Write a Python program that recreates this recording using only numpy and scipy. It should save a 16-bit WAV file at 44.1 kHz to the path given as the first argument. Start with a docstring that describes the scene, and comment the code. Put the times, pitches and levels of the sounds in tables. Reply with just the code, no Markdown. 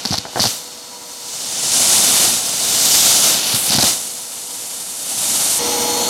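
"""A vacuum cleaner's crevice tool hovers over dry beans on a carpet, close to a small microphone. Its air is
coloured noise in two bands, a rush and a sizzle, swelling as the tool comes near the carpet. The motor hums
behind as shaft and blade tones over exhaust noise; at 5.6 s it suddenly grows much louder and fuller. Twice a
clump of beans rattles up the plastic tube as short ringing blows, chokes the air and lets the motor race. At
the end a short echo turns hiss and motor hollow."""
import sys
import numpy as np
from scipy import signal
from scipy.fft import rfft, irfft
from scipy.io import wavfile
from scipy.ndimage import uniform_filter1d, minimum_filter1d, map_coordinates

SR = 44100
rng = np.random.default_rng(int(sys.argv[2]) if len(sys.argv) > 2 else 0)


def wav_record(signal):
    """Record a signal, one row per channel, as 16-bit PCM in the file named by sys.argv[1]."""
    frames = np.transpose(np.atleast_2d(signal))
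    bounded = np.clip(frames, -1, 1)
    # unit amplitude maps onto the largest positive 16-bit level
    quanta = np.round(bounded * 32767).astype(np.int16)
    wavfile.write(sys.argv[1], SR, quanta)


N = 268569

# air at the slot as the tool nears the carpet and leaves it: start_s, rush_db, sizzle_db
AIR_LEVELS = [(0, -30.5, -42), (.28, -37, -64), (.6, -37.5, -47), (1.08, -38.5, -39.5), (1.55, -25, -27.5),
              (1.8, -17, -17), (2.24, -16, -16.5), (2.41, -23.5, -24), (2.56, -22.5, -23.5),
              (2.96, -15, -15.5), (3.3, -16, -17), (3.41, -20, -25), (3.53, -20, -23), (3.6, -28.5, -21.5),
              (4.15, -33.5, -31.5), (4.96, -32.5, -29), (5.32, -21.5, -19.5), (5.58, -22, -19.5),
              (5.6, -25, -26.5), (6.09, -25, -24.5)]
# band cancelled by the echo off the carpet as the tool moves: start_s, notch_hz, depth_db
CARPET_NOTCH = [(.3, 9500, -1), (.57, 10700, -4.5), (1.25, 10900, -6), (1.7, 12600, -6), (2.22, 14800, -2),
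                (2.45, 12100, -3.5), (3.0, 10000, -5), (3.2, 11800, -3.5), (3.62, 6160, -2.5),
                (3.75, 8900, 0), (4.0, 13800, -4), (5.58, 15800, -5), (5.6, 10500, -6)]
# colour of the air noise, relative levels: pitch_hz, level_db
AIR_COLOUR = [(18, -60), (30, -25.5), (103, -9), (183, -5.5), (279, -5), (424, -10), (735, -4.5),
              (1030, -9.5), (1750, -11.5), (3280, -5), (3640, -3.5), (5990, -1), (9860, 2.5), (12800, -3),
              (15800, -18)]
# air resonances of the tool, added on top of the colour: pitch_hz, width_hz, added_db
TUBE_RESONANCES = [(790, 830, -13.5), (1380, 94, -4.5), (2984, 85, -1.5), (3630, 110, -4), (4330, 130, -12),
                   (4900, 210, -29), (6000, 49, -2), (6600, 140, -23)]
# motor tones, the ninth from the fan blades: multiple of the speed, far_db, near_db
MOTOR_TONES = [(1, -52, -29.5), (2, -55, -40), (9, -49, -27)]
# colour of the motor and exhaust noise, relative levels: pitch_hz, level_db
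EXHAUST_COLOUR = [(40, -9), (65, -12), (130, -10), (260, 1.5), (430, -5.5), (720, -1.5), (1100, -5),
                  (1750, -9.5), (2150, -5), (2500, -14), (4000, -7.5), (9000, -9), (12500, -15),
                  (15500, -39)]
# resonances of the motor housing, added on top of the colour: pitch_hz, width_hz, added_db
HOUSING_RESONANCES = [(249, 18, -7), (603, 160, -3), (845, 44, -2), (965, 22, 9.5), (1315, 130, 0),
                      (4270, 200, -8), (6050, 180, -2), (6600, 200, -22)]
# how near the motor sounds: start_s, nearness (0 far to 1 near)
NEARNESS = [(0, .15), (1.2, .13), (4.0, 0), (5.1, 0), (5.58, .25), (5.6, 1), (6.09, 1)]
# the hose sings unsteadily, one row: pitch_hz, width_hz, near_db
HOSE_TONE = (838, 14, -30.5)
# beans block the tube and the unloaded motor races: start_s, end_s
BLOCKAGES = [(.10, .48), (3.70, 3.89)]
# dull knocks of beans against the tip, before the mode levels: start_s, level_db
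KNOCKS = [(0.052, -8.5), (0.124, -9), (0.141, -6), (0.253, -11), (0.282, -22), (0.333, -20), (0.359, -3),
          (0.371, -5), (0.384, -12), (0.394, -2.5), (0.44, -5.5), (0.455, -6.5), (3.787, -1.5),
          (3.828, -3.5)]
# pressure thumps as a bean plugs the slot, before the mode levels: start_s, level_db
PLUGS = [(0.052, -19), (0.106, -12), (0.126, -18.5), (0.181, -18), (0.402, -13.5), (0.447, -19),
         (0.459, -14.5), (3.539, -17), (3.701, -18.5), (3.748, -12.5), (3.781, -9.5), (3.834, -15)]
# hardest hits of beans on the tube wall, before the mode levels: start_s, level_db
CLICKS = [(0.0526, -3), (0.0572, -2), (0.0738, -7), (0.114, -4), (0.1286, -7), (0.133, -6), (0.1406, -3),
          (0.158, -8), (0.1804, -6), (0.1855, 0), (0.4053, -2), (0.4092, 0), (0.4173, 0), (0.4317, -1),
          (0.4532, -1), (0.4606, 1), (3.5398, -4), (3.5479, -1), (3.699, -3), (3.7063, -1), (3.7499, 0),
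          (3.7625, 0), (3.7848, -1), (3.8264, 1)]
# clumps ricocheting up the tube: start_s, end_s, clicks_per_s, typical level_db before the mode levels
CLUMPS = [(.059, .075, 200, -11.5), (.104, .153, 190, -9.5), (.171, .191, 200, -8.5),
          (.394, .445, 140, -2.5), (.452, .468, 140, -2), (3.71, 3.83, 90, -1)]
# what each kind of blow rings with, around these pitches: pitch_hz, level_db, t60_s
KNOCK_MODES = [(458, -5, 0.0057), (730, -3.5, 0.012), (1010, -8, 0.0068), (1410, -8.5, 0.01),
               (2260, -17, 0.004)]
PLUG_MODES = [(125, -3.5, 0.076), (187, 9.5, 0.027), (296, -23, 0.019)]
CLICK_MODES = [(900, -19, .005), (2800, -17, .003), (4600, -1, .005), (5400, -1, .003), (7600, -7, .002),
               (10800, -6, .0015)]
# gulps of air as the slot comes free, levels at the crest: crest_s, rush_db, sizzle_db
GULPS = [(.075, -32, -38), (.12, -26, -50), (.435, -17, -22), (3.555, -21.5, -21), (3.67, -27, -22),
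         (3.732, -12.5, -20), (3.833, -13.5, -17.5)]
# the hiss turns hollow and rises at the end: start_s, comb_spacing_hz, echo_strength (gain)
HOLLOW = [(5.58, 3000, 0), (5.6, 3000, .3), (5.8, 3050, .3), (5.95, 3180, .35), (6.09, 3500, .35)]

IDLE_HZ, SAG_HZ_PER_S = 481.2, .24  # motor speed at the start, and its steady sag
RACE_HZ, INERTIA_S = 24, .4  # speed gain a long blockage would reach, and its time constant
CHOKE_DB, CHOKE_S = -12, .0027  # flow lost to one plugging bean, and the width of that dip
CLUMP_THROTTLE_DB = -3
RICOCHET_SPREAD_DB = 1.8
GULP_ATTACK_S, RUSH_RELEASE_S, SIZZLE_RELEASE_S = .044, .079, .11  # time constants
BASS_CUT_HZ, CUTOFF_HZ = 58, 15850


def amp(db):
    """Decibels to gain."""
    return 10 ** (np.asarray(db) / 20)


def rms_one(x):
    """Scale to unit rms."""
    return x / np.sqrt(np.mean(x ** 2) + 1e-20)


def in_time(rows):
    """Each column of a curve at every sample."""
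    s, *columns = np.transpose(rows)
    return [np.interp(np.arange(N) / SR, s, column) for column in columns]


def during(spans):
    """1 inside each span of time, 0 outside."""
    t = np.arange(N) / SR
    return sum((t > start) & (t < end) for start, end, *_ in spans) * 1.0


def drift(per_s):
    """Smooth random wander with spread 1, its fast motion fading above per_s."""
    hz = np.arange(N // 2 + 1) * SR / N
    spectrum = rfft(rng.standard_normal(N))
    return rms_one(irfft(spectrum / (1 + (hz / per_s) ** 2), N))


def coloured_noise(colour_rows, resonances):
    """Noise with a broad colour, lifted at a few resonances, at unit rms."""
    hz = np.maximum(np.arange(N // 2 + 1) * SR / N, 1)
    points, level_db = np.transpose(colour_rows)
    colour = amp(np.interp(np.log(hz), np.log(points), level_db))
    lift = 1
    for centre, width, db in resonances:
        lift = lift + amp(db) / (1 + (2 * (hz - centre) / width) ** 2)
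    return rms_one(irfft(rfft(rng.standard_normal(N)) * colour * lift, N))


def evened(x):
    """Hold the rms near 1 over tenths of a second."""
    return x / np.sqrt(uniform_filter1d(x ** 2, SR // 10) + 1e-12)


def suction(flutter_db, surge_db, split_hz):
    """Turbulent air at the slot: a broad rush, and a sizzle that grows as the tip faces the carpet."""
    jet = coloured_noise(AIR_COLOUR, TUBE_RESONANCES)
    jet = over_carpet(jet, dip_hz=1310, hump_share=.81, hump_ratio=.52)
    rush = signal.sosfiltfilt(signal.butter(3, split_hz, fs=SR, output="sos"), jet)
    sizzle = jet - rush
    # the gulps add to the steady air as power
    rush_gain, sizzle_gain = np.sqrt(amp(in_time(AIR_LEVELS)) ** 2 + gulps())
    hiss = rush_gain * evened(rush) + sizzle_gain * evened(sizzle)
    unsteadiness = amp(flutter_db * drift(350) + surge_db * drift(23))
    return hiss * unsteadiness * slot_opening()


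def over_carpet(jet, dip_hz, hump_share, hump_ratio):
    """The echo off the carpet cancels one band and reinforces a lower one; both slide with the tool."""
    hz, s, frames = signal.stft(jet, SR, nperseg=512)
    times, *columns = np.transpose(CARPET_NOTCH)
    notch_hz, depth_db = (np.interp(s, times, column) for column in columns)
    hz = hz[:, None]
    dip = np.exp(-((hz - notch_hz) / dip_hz) ** 2)
    hump = np.exp(-((hz - hump_ratio * notch_hz) / (2 * dip_hz)) ** 2)
    shaped = frames * amp(depth_db * (dip - hump_share * hump))
    return signal.istft(shaped, SR)[1][:N]


def motor(far_db, near_db, waver, throb_db):
    """Shaft and blade tones and the singing hose over the exhaust noise."""
    near, = in_time(NEARNESS)
    turns = np.cumsum(motor_speed() * (1 + waver * drift(6.7))) / SR
    distance = amp((1 - near) * (far_db - near_db))
    exhaust = amp(near_db) * coloured_noise(EXHAUST_COLOUR, HOUSING_RESONANCES)
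    out = distance * (exhaust + near * hose_song())
    for multiple, tone_far_db, tone_near_db in MOTOR_TONES:
        level_db = tone_far_db + near * (tone_near_db - tone_far_db) + throb_db * drift(41)
        tone = np.sqrt(2) * np.sin(2 * np.pi * multiple * turns)
        out += amp(level_db) * tone
    return out


def motor_speed():
    """Turns per second: the motor races while the tube is blocked and settles back with its inertia."""
    keep = np.exp(-1 / (INERTIA_S * SR))
    racing = signal.lfilter([1 - keep], [1, -keep], during(BLOCKAGES))
    return IDLE_HZ - SAG_HZ_PER_S * np.arange(N) / SR + RACE_HZ * racing


def hose_song():
    """An unsteady tone: two wandering strengths on a sine and a cosine blur its pitch and level."""
    hose_hz, width_hz, near_db = HOSE_TONE
    phase = 2 * np.pi * hose_hz * np.arange(N) / SR
    return amp(near_db) * (drift(width_hz) * np.cos(phase) + drift(width_hz) * np.sin(phase))


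def beans():
    """Beans knock on the tip, plug the slot and ricochet up the tube."""
    knocks = blows(KNOCKS, KNOCK_MODES, contact_s=.00032, spread=.082,
                   rebound_db=-6.5, rebound_s=.0034, count=4)
    thumps = blows(PLUGS, PLUG_MODES, contact_s=.0026, spread=.06,
                   rebound_db=-7, rebound_s=.00496, count=1)
    clicks = blows(CLICKS + ricochets(), CLICK_MODES, contact_s=.00011, spread=.06,
                   rebound_db=-12, rebound_s=.0013, count=3)
    return clicks + knocks + thumps


def blows(events, modes, contact_s, spread, rebound_db, rebound_s, count):
    """Each blow and its rebounds ring the modes, at pitches that vary with the spot hit."""
    hz, mode_db, t60 = np.transpose(modes)[:, :, None]
    t = np.arange(int(np.max(t60) * SR)) / SR
    out = np.zeros(N + SR)
    # the ring builds up over the time of contact, then dies
    fade = (1 - np.exp(-(t / contact_s) ** 2)) * amp(mode_db - 60 * t / t60)
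    for s, db in events:
        gaps = rebound_s * rng.uniform(.3, 1.7, count)
        delays = np.append(0, np.cumsum(gaps))
        # later rebounds tend to be 2 dB weaker each time
        rebounds_db = rebound_db + rng.normal(0, 2, count) - 2 * np.arange(count)
        sizes_db = np.append(0, rebounds_db)
        for delay, size_db in zip(delays, sizes_db):
            pitch = hz * np.exp(spread * rng.standard_normal(hz.shape))
            ring = np.sum(fade * np.sin(2 * np.pi * pitch * t), axis=0)
            start = int((s + delay) * SR)
            out[start:start + len(t)] += rng.choice([-1, 1]) * amp(db + size_db) * ring
    return out[:N]


def ricochets():
    """Unevenly spaced clicks of uneven strength through each clump: start_s, level_db."""
    clicks = []
    for start, end, per_s, db in CLUMPS:
        for s in np.arange(start, end, 1 / per_s):
            level_db = db + RICOCHET_SPREAD_DB * rng.standard_normal()
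            clicks.append((s + rng.random() / per_s, level_db))
    return clicks


def slot_opening():
    """A bean in the slot cuts the flow for a few milliseconds; a clump in the tube throttles it."""
    t = np.arange(N) / SR
    plugged = 0
    for s, _ in PLUGS:
        plugged = plugged + np.exp(-np.minimum(((t - s - CHOKE_S) / CHOKE_S) ** 2, 20))
    clumped = uniform_filter1d(during(CLUMPS), size=220)  # edges softened over 5 ms
    return amp(CHOKE_DB * plugged + CLUMP_THROTTLE_DB * clumped)


def gulps():
    """Power that freed air adds to rush and sizzle: each gulp swells fast to its crest and dies away."""
    rush = sizzle = 0
    for s, rush_db, sizzle_db in GULPS:
        t = np.arange(N) / SR - s
        rise, since = np.minimum(t, 0) / GULP_ATTACK_S, np.maximum(t, 0)
        rush_shape = np.exp(np.maximum(rise - since / RUSH_RELEASE_S, -20))
        sizzle_shape = np.exp(np.maximum(rise - since / SIZZLE_RELEASE_S, -20))
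        rush = rush + (amp(rush_db) * rush_shape) ** 2
        sizzle = sizzle + (amp(sizzle_db) * sizzle_shape) ** 2
    return rush, sizzle


def hollowed(x):
    """One short echo whose path shrinks, so its comb of peaks rises."""
    spacing_hz, strength = in_time(HOLLOW)
    echo = map_coordinates(x, [np.arange(N) - SR / spacing_hz], order=3, mode="nearest")
    return (x + strength * echo) / np.sqrt(1 + strength ** 2)


def limited(x, ceiling_db, release_db_per_s):
    """A fast limiter: each peak over the ceiling pushes the gain down, which then recovers steadily."""
    recovery = release_db_per_s * np.arange(N) / SR
    level_db = 20 * np.log10(np.abs(x).max(axis=0) + 1e-9)
    over_db = np.maximum(level_db - ceiling_db, 0)
    cut_db = np.maximum.accumulate(over_db + recovery) - recovery
    # start each cut just ahead of its peak and smooth it
    gain_db = uniform_filter1d(minimum_filter1d(-cut_db, size=21), size=21)
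    return x * amp(gain_db)


def scene():
    """Hiss and motor pass through the hollow echo, the beans join dry; both channels are alike."""
    hiss = suction(flutter_db=.5, surge_db=.65, split_hz=6680)
    hum = motor(far_db=-43, near_db=-22.5, waver=.00033, throb_db=-1.5)
    sound = hollowed(hiss + hum) + beans()
    return np.array([sound, sound])


def record(dry):
    """The microphone sheds deep bass, a limiter holds the peaks and the top is cut."""
    thin = signal.sosfilt(signal.butter(3, BASS_CUT_HZ, "high", fs=SR, output="sos"), dry)
    held = limited(thin, ceiling_db=-1.2, release_db_per_s=700)
    top_cut = signal.ellip(8, .05, 60, CUTOFF_HZ, fs=SR, output="sos")
    return signal.sosfiltfilt(top_cut, held)


dry = scene()
out = record(dry)
wav_record(out)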